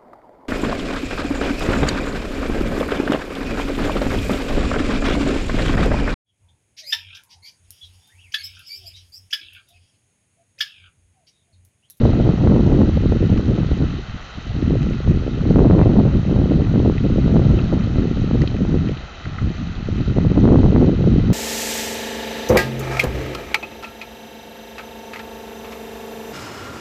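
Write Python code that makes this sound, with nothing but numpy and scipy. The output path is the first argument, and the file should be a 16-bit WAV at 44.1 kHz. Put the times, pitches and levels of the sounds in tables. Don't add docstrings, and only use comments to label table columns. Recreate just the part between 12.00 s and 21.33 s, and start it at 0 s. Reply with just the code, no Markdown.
import sys
import numpy as np
from scipy import signal
from scipy.fft import rfft, irfft, next_fast_len
from scipy.io import wavfile
from scipy.ndimage import uniform_filter1d

SR = 44100
rng = np.random.default_rng(int(sys.argv[2]) if len(sys.argv) > 2 else 0)


def log_audio(samples):
    frames = np.atleast_2d(samples).T
    limited = np.clip(frames, -1, 1)
    pcm = np.round(limited * 32767).astype(np.int16)
    wavfile.write(sys.argv[1], SR, pcm)


N = 411453
TIME = np.arange(N) / SR

# centre in Hz, width in Hz, gain in dB.
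BODY_RESONANCES = [(1330, 270, 4), (1988, 220, 2.5), (2243, 220, -3.5), (2607, 200, 2.5), (3046, 250, 3.5),
                   (3477, 410, -6), (3880, 380, 2)]


def wind(eddy_hz=110, sharpening=0.18, speed_up=0.42, stutter_db=1.84, gain_db=1.52,
         rumble_db=-9.5, rumble_lag=0.18, tear_db=-46, tear_growth=1.21, burstiness=1.44):
    # time in seconds, relative wind level in dB,
    # relative flutter in dB (more flutter means sharper eddies and louder tearing).
    swells = [(0.0, -15.0, -25), (0.83, -11.5, -23.5), (0.87, -18, -38.5), (1.3, -14.5, -31),
              (1.85, -24, -37.5), (1.97, -28.5, -50.5), (2.28, -42.0, -67.5), (2.5, -26, -50.5),
              (2.72, -14, -32.5), (2.95, -24, -43.5), (3.35, -22.5, -42), (3.55, -12.0, -25.5),
              (3.8, -10.5, -18), (4.03, -15, -25), (4.25, -19.0, -34.5), (4.35, -14, -26.5),
              (4.8, -16, -31.5), (5.08, -17.5, -38), (5.37, -14.0, -28), (6.1, -21, -36.5),
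              (6.7, -20.5, -37), (6.9, -20.5, -40), (6.97, -31, -57), (7.13, -45.0, -66), (7.45, -19, -42),
              (7.71, -28.5, -55.5), (8.49, -9.5, -21.5), (8.78, -12.5, -26), (8.97, -15, -33),
              (9.33, -12, -37)]
    # frequency in Hz, gain in dB.
    port_tone = [(12, -8.5), (30, -8), (60, -5.5), (120, 0), (220, 2), (350, 1.75), (550, 1.5), (900, -2),
                 (1600, 5), (3000, -13)]
    # frequency in Hz, relative level in dB.
    tear_tone = [(100, -11), (350, 0.5), (600, 6), (1000, -4), (1600, -22.5), (3000, -39), (7000, -67)]
    slow_db, flutter_db = curves(swells)
    puff_db = puffs()
    level_db = slow_db + puff_db
    strength_db = level_db - np.median(level_db)
    flutter_rise_db = flutter_db - np.median(flutter_db) + 0.73 * puff_db
    speed = undb(speed_up * strength_db)
    pitch_hz = eddy_hz * undb(sharpening * flutter_rise_db)
    swings = colour(eddies(speed, pitch_hz), port_tone) * undb(stutter_db * walk(rate=46))
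    swings /= loudness(swings, span_s=0.056) + 0.006 * np.std(swings)
    rumble = band(rng.standard_normal(N), 23, 97)
    rumble *= undb(rumble_db - rumble_lag * strength_db) / loudness(rumble, span_s=0.65)
    tear = unit(colour(rng.standard_normal(N), tear_tone))
    tear *= loudness(swings, span_s=0.0013) ** burstiness
    tear *= undb(tear_db + tear_growth * flutter_rise_db)
    return (swings + rumble) * undb(level_db + gain_db) + tear


def eddies(speed, pitch_hz, per_second=330, pitch_spread=0.52, spread_db=4.0, slope=0.21, count=6000):
    out = np.zeros(N)
    air_passed = np.cumsum(per_second * speed) / SR
    traits = rng.standard_normal((count, 4))
    positions = np.cumsum(rng.exponential(size=count) + 1) / 2
    arrivals = np.searchsorted(air_passed, positions)
    for i, (glancing, head_on, smallness, force) in zip(arrivals, traits):
        if i >= N:
            break
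        tightness = np.exp(pitch_spread * np.clip(smallness, -2, 2.2))
        hz = pitch_hz[i] * tightness
        reach = int(0.7 * SR / hz)
        phase = np.arange(-reach, reach + 1) * (2 * np.pi * hz / SR)
        swing = (glancing * phase + head_on * (phase ** 2 - 1) / 2) / np.hypot(glancing, head_on)
        swing *= np.exp(-phase ** 2 / 2)
        add(out, (i - reach) / SR, swing * undb(spread_db * force) / tightness ** slope)
    return out


def puffs(gustiness_db=0.82):
    # time of the peak in seconds, rise in dB, length in seconds.
    surges = [(0.05, 4, .058), (0.469, 2, 0.0504), (0.525, 4, .05), (1.06, 2.5, .03), (1.24, 3.5, 0.04935),
              (1.35, 2.5, 0.05967), (1.501, 4, .04), (1.625, 3.5, 0.04), (1.718, 5, 0.0351),
              (1.83, 6.5, .1), (1.99, 3.5, .03), (2.1, 4, .02), (2.15, 8, 0.024), (2.38, 8, 0.02478),
              (2.475, 4, .03), (2.54, 3, 0.0411), (2.91, 3, 0.0401), (3.095, 11, .085), (3.165, 7, .06),
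              (3.5, 4.5, .04), (3.735, 2.5, 0.0404), (4.0, 4.5, .1), (4.17, 3, .04), (4.53, 2.5, 0.04995),
              (4.775, 3, .06), (4.86, 5, .04), (5.06, 3, .05), (5.265, 2, .04), (5.36, 4, .045),
              (5.49, 4.5, .06), (5.735, 6, .045), (5.99, 4.5, .08), (6.24, 3, .04), (6.355, 8, .05),
              (6.425, 7.5, .05), (6.62, 6, .05), (6.75, 4.5, .11), (6.915, 3.5, .03), (7.04, 5, .025),
              (7.27, 10, 0.03053), (7.605, 3.5, .04), (7.9, 2.5, .04), (8.005, 5, .04), (8.105, 5, .025),
              (8.18, 3, .04), (8.25, 4, .05), (8.65, 3.5, .04), (8.83, 3, .05), (9.085, 1.5, 0.043),
              (9.17, 2.5, .06)]
    # time of the deepest point in seconds, drop in dB, length in seconds.
    slacks = [(0.145, 3.5, 0.03994), (0.355, 6, 0.089), (1.01, 3.5, 0.038), (1.19, 5, 0.048),
              (1.43, 7.5, 0.062), (1.77, 4, 0.03485), (2.05, 4.5, 0.0676), (2.33, 6, 0.0632),
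              (2.425, 8, 0.0417), (3.035, 5.5, .04), (3.538, 5, .025), (3.685, 3.5, .02),
              (3.92, 3.5, 0.0301), (4.11, 3.5, .04), (4.235, 3, 0.045), (4.65, 2.5, .1), (4.975, 4, 0.062),
              (5.3, 4.5, 0.0376), (5.43, 3, 0.0389), (5.69, 5.5, .04), (6.49, 4, .05), (6.57, 3, .04),
              (7.545, 9.5, 0.062), (7.745, 5, 0.039), (7.84, 4, 0.049), (8.055, 3, .04), (8.14, 5, .025),
              (8.335, 5.5, .05), (8.96, 4.5, .07), (9.245, 7, 0.066)]
    return bells(surges) - bells(slacks) + gustiness_db * walk(rate=22)


def buffets(air, gain_db=-5.0, rebound_hz=178, rebound_s=0.0029, sweep=0.58, sweep_s=0.003, lead_s=0.0015):
    # time in seconds, relative peak in dB, rise time of the front in ms.
    hits = [(0.0537, 0.5, 0.3), (0.2908, -2.5, 0.32), (0.4403, -6, 0.37), (0.4738, -3, 0.19),
            (0.5361, -8.5, 0.55), (0.5632, -1.5, 0.31), (0.719, -16, 0.32), (0.8165, -2.5, 0.25),
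            (1.0589, -1.5, 0.61), (1.1226, -1.5, 0.33), (1.229, -7, 0.45), (1.2962, -13, 0.31),
            (1.3625, -7.5, 0.52), (1.5124, -8, 0.6), (1.5853, -8, 0.41), (1.7157, -6.5, 0.49),
            (1.8048, -10.5, .45), (1.816, -8.5, .5), (1.842, -9.5, 0.63), (1.988, -16.5, 1.5),
            (2.4684, -23, 1.1), (2.626, -9, 0.72), (2.7084, -4.5, 0.49), (3.0762, -10, .32),
            (3.2663, -10, 0.46), (3.455, -11, .32), (3.5598, 1, 0.29), (3.586, -5.5, .24),
            (3.5925, 2, 0.38), (3.6038, -1, 0.36), (3.7008, 1, 0.44), (3.7106, -2.5, 0.17),
            (3.7701, -5, 0.62), (3.7929, -1.5, 0.22), (3.8147, 0, 0.22), (4.0008, -4, 0.28),
            (4.3126, -5.5, 0.48), (4.417, -5, 0.42), (4.5203, -4, .45), (4.7593, -4, 0.42),
            (4.8018, -3.5, 0.37), (4.8577, -4.5, .5), (4.8987, -2.5, 0.32), (5.3667, -3, .22),
            (5.3947, -3, 0.41), (5.7384, -5, 0.42), (5.984, -11, 0.35), (6.3121, -7, 0.27),
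            (6.349, -7, .55), (6.4381, -7, 0.38), (6.616, -18, 0.4), (6.6518, -11.5, 0.2),
            (6.743, -4.5, 0.51), (7.472, -17, 0.46), (8.0057, -12, 0.4), (8.172, -6, 0.42),
            (8.25, -7, 0.32), (8.3617, -9.5, 0.3), (8.3774, 0.5, 0.37), (8.4546, 1, 0.38),
            (8.4773, -1, 0.23), (8.4888, -4, 0.22), (8.5441, -1, 0.33), (8.6326, -6, 0.18),
            (8.6425, -2.5, 0.41), (8.684, -9, .3), (8.7624, -2, 0.17), (8.814, -5.5, 0.3),
            (9.0418, -7, 0.34)]
    out, swept = np.zeros(N), np.zeros(N)
    t = np.arange(-SR // 50, SR // 50) / SR
    rebound = np.cos(2 * np.pi * rebound_hz * t) * np.exp(-(t / rebound_s) ** 2)
    duck = sweep * np.exp(-((t + lead_s) / sweep_s) ** 2)
    for at_s, peak_db, front_ms in hits:
        push = np.tanh(1000 * t / front_ms) * rebound
        add(out, at_s + t[0], push / push.max() * undb(peak_db + gain_db))
        add(swept, at_s + t[0], duck)
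    return air * (1 - np.minimum(swept, 1)) + out


def overload(pressure, ceiling=0.71, knee=3.9):
    return pressure / (1 + np.abs(pressure / ceiling) ** knee) ** (1 / knee)


def water(gain_db=-0.5, splash_db=-5.0, flicker_db=0.5):
    # frequency in Hz, relative level in dB.
    water_tone = [(100, 3.5), (400, -1), (700, 1.5), (1000, -3.5), (1350, -2), (1700, -2), (2300, -6),
                  (3400, -4), (4200, -8.5), (4900, -16), (6200, -16.5), (7300, -29)]
    # time in seconds, relative level of the treble in dB.
    flow = [(0, -44.5), (4.3, -46), (5.65, -44), (6.7, -45.5), (9.33, -45)]
    hiss = np.zeros(N)
    edges_hz = np.geomspace(100, 9000, 9)
    for lo_hz, hi_hz in zip(edges_hz, edges_hz[1:]):
        fizz = rng.standard_normal(N) + undb(splash_db) * splashes(rate=350, spread_db=6.0)
        hiss += band(fizz, lo_hz, hi_hz) * undb(flicker_db * walk(rate=24))
    hiss = colour(hiss, water_tone, BODY_RESONANCES)
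    treble_rms = np.std(band(hiss, 2200, 7000))
    return hiss / treble_rms * undb(curves(flow)[0] + gain_db)


def splashes(rate, spread_db):
    hit = rng.random(N) < rate / SR
    size = np.minimum(rng.standard_normal(N), 2.6)
    return unit(hit * np.sign(rng.standard_normal(N)) * undb(spread_db * size))


def stones(ring_db=-3, width_ratio=1.15, upper_db=-2, crack_db=2, crack_t60=0.011, contact_s=0.0004):
    # start in seconds, relative ring peak in dB, lower ring in Hz, upper ring in Hz,
    # relative crack level in dB, seconds for the rings to fall 60 dB.
    knocks = [(1.17, -26, 1650, 2100, -49, .02), (1.3766, -19.5, 1300, 2600, -36, 0.016),
              (2.83, -25, 2700, 3900, -35, 0.018), (2.933, -25, 2050, 2600, -40, 0.022),
              (3.788, -23, 1900, 2650, -45, 0.012), (3.83, -25, 2000, 2500, -48, 0.022),
              (4.98, -18, 2150, 3500, -46, 0.018), (5.589, -20, 1290, 2550, -50, 0.03),
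              (5.642, -25, 3300, 4200, -39, .018), (6.418, -20, 1950, 3200, -29, 0.028),
              (6.475, -12.5, 3050, 3880, -53, 0.013), (6.566, -25, 1900, 2400, -50, 0.016),
              (6.887, -22.5, 2070, 2920, -41, 0.025), (6.9707, -23.5, 2570, 3400, -50, 0.024),
              (7.254, -21.5, 1390, 2100, -46, 0.02), (7.3834, -20.5, 1330, 2000, -47, 0.052)]
    out = np.zeros(N)
    n = SR // 10
    t = np.arange(n) / SR
    for start_s, peak_db, low_hz, high_hz, snap_db, ring_t60 in knocks:
        grit = rng.standard_normal(3 * n)
        low, high = (unit(band(grit, hz / width_ratio, hz * width_ratio)) for hz in (low_hz, high_hz))
        ring = (low + undb(upper_db) * high)[n:-n]
        ring *= undb(-60 * t / ring_t60) * np.minimum(t / contact_s, 1)
        ring *= undb(peak_db + ring_db) / np.abs(ring).max()
        crack = unit(band(grit, 1700, 7000))[:n] * undb(-60 * t / crack_t60)
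        add(out, start_s, ring + crack * undb(snap_db + crack_db))
    return colour(out, [(1000, -0.5), (4000, -4.0), (7000, -5.0)], BODY_RESONANCES)


def undb(db):
    return 10 ** (np.asarray(db) / 20)


def unit(x):
    return x / np.sqrt(np.mean(x ** 2))


def curves(table):
    times_s, *columns = np.transpose(table)
    return [np.interp(TIME, times_s, column) for column in columns]


def bells(table):
    return sum(db * np.exp(-(2 * (TIME - at_s) / length_s) ** 2) for at_s, db, length_s in table)


def walk(rate):
    hold = max(int(SR / rate), 2)
    steps = np.repeat(rng.standard_normal(N // hold + 1), hold)
    return unit(uniform_filter1d(uniform_filter1d(steps, hold), hold)[:N])


def colour(x, outline, bumps=()):
    hz = np.arange(N + 1) * SR / (2 * N) + 0.0011
    outline_hz, outline_db = np.transpose(outline)
    gain_db = np.interp(np.log(hz), np.log(outline_hz), outline_db)
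    for centre, width, height in bumps:
        gain_db += height / 2 ** ((2 * (hz - centre) / width) ** 2)
    size = next_fast_len(N)
    bins_hz = np.arange(size // 2 + 1) * SR / size
    return irfft(rfft(x, size) * undb(np.interp(bins_hz, hz, gain_db)), size)[:N]


def band(x, lo_hz, hi_hz):
    return signal.sosfiltfilt(signal.butter(2, [lo_hz, hi_hz], "band", fs=SR, output="sos"), x)


def loudness(x, span_s):
    span = int(span_s * SR)
    return np.sqrt(uniform_filter1d(uniform_filter1d(x ** 2, span), span) + 1e-12)


def add(out, start_s, sound):
    i = max(int(start_s * SR), 0)
    out[i:i + len(sound)] += sound[:N - i]


def scene():
    gusts = overload(buffets(wind()))
    return (gusts + water() + stones())[None]


def record(dry):
    return signal.sosfilt(signal.ellip(10, 0.2, 80, 7400, fs=SR, output="sos"), dry)


dry = scene()
out = record(dry)
log_audio(out)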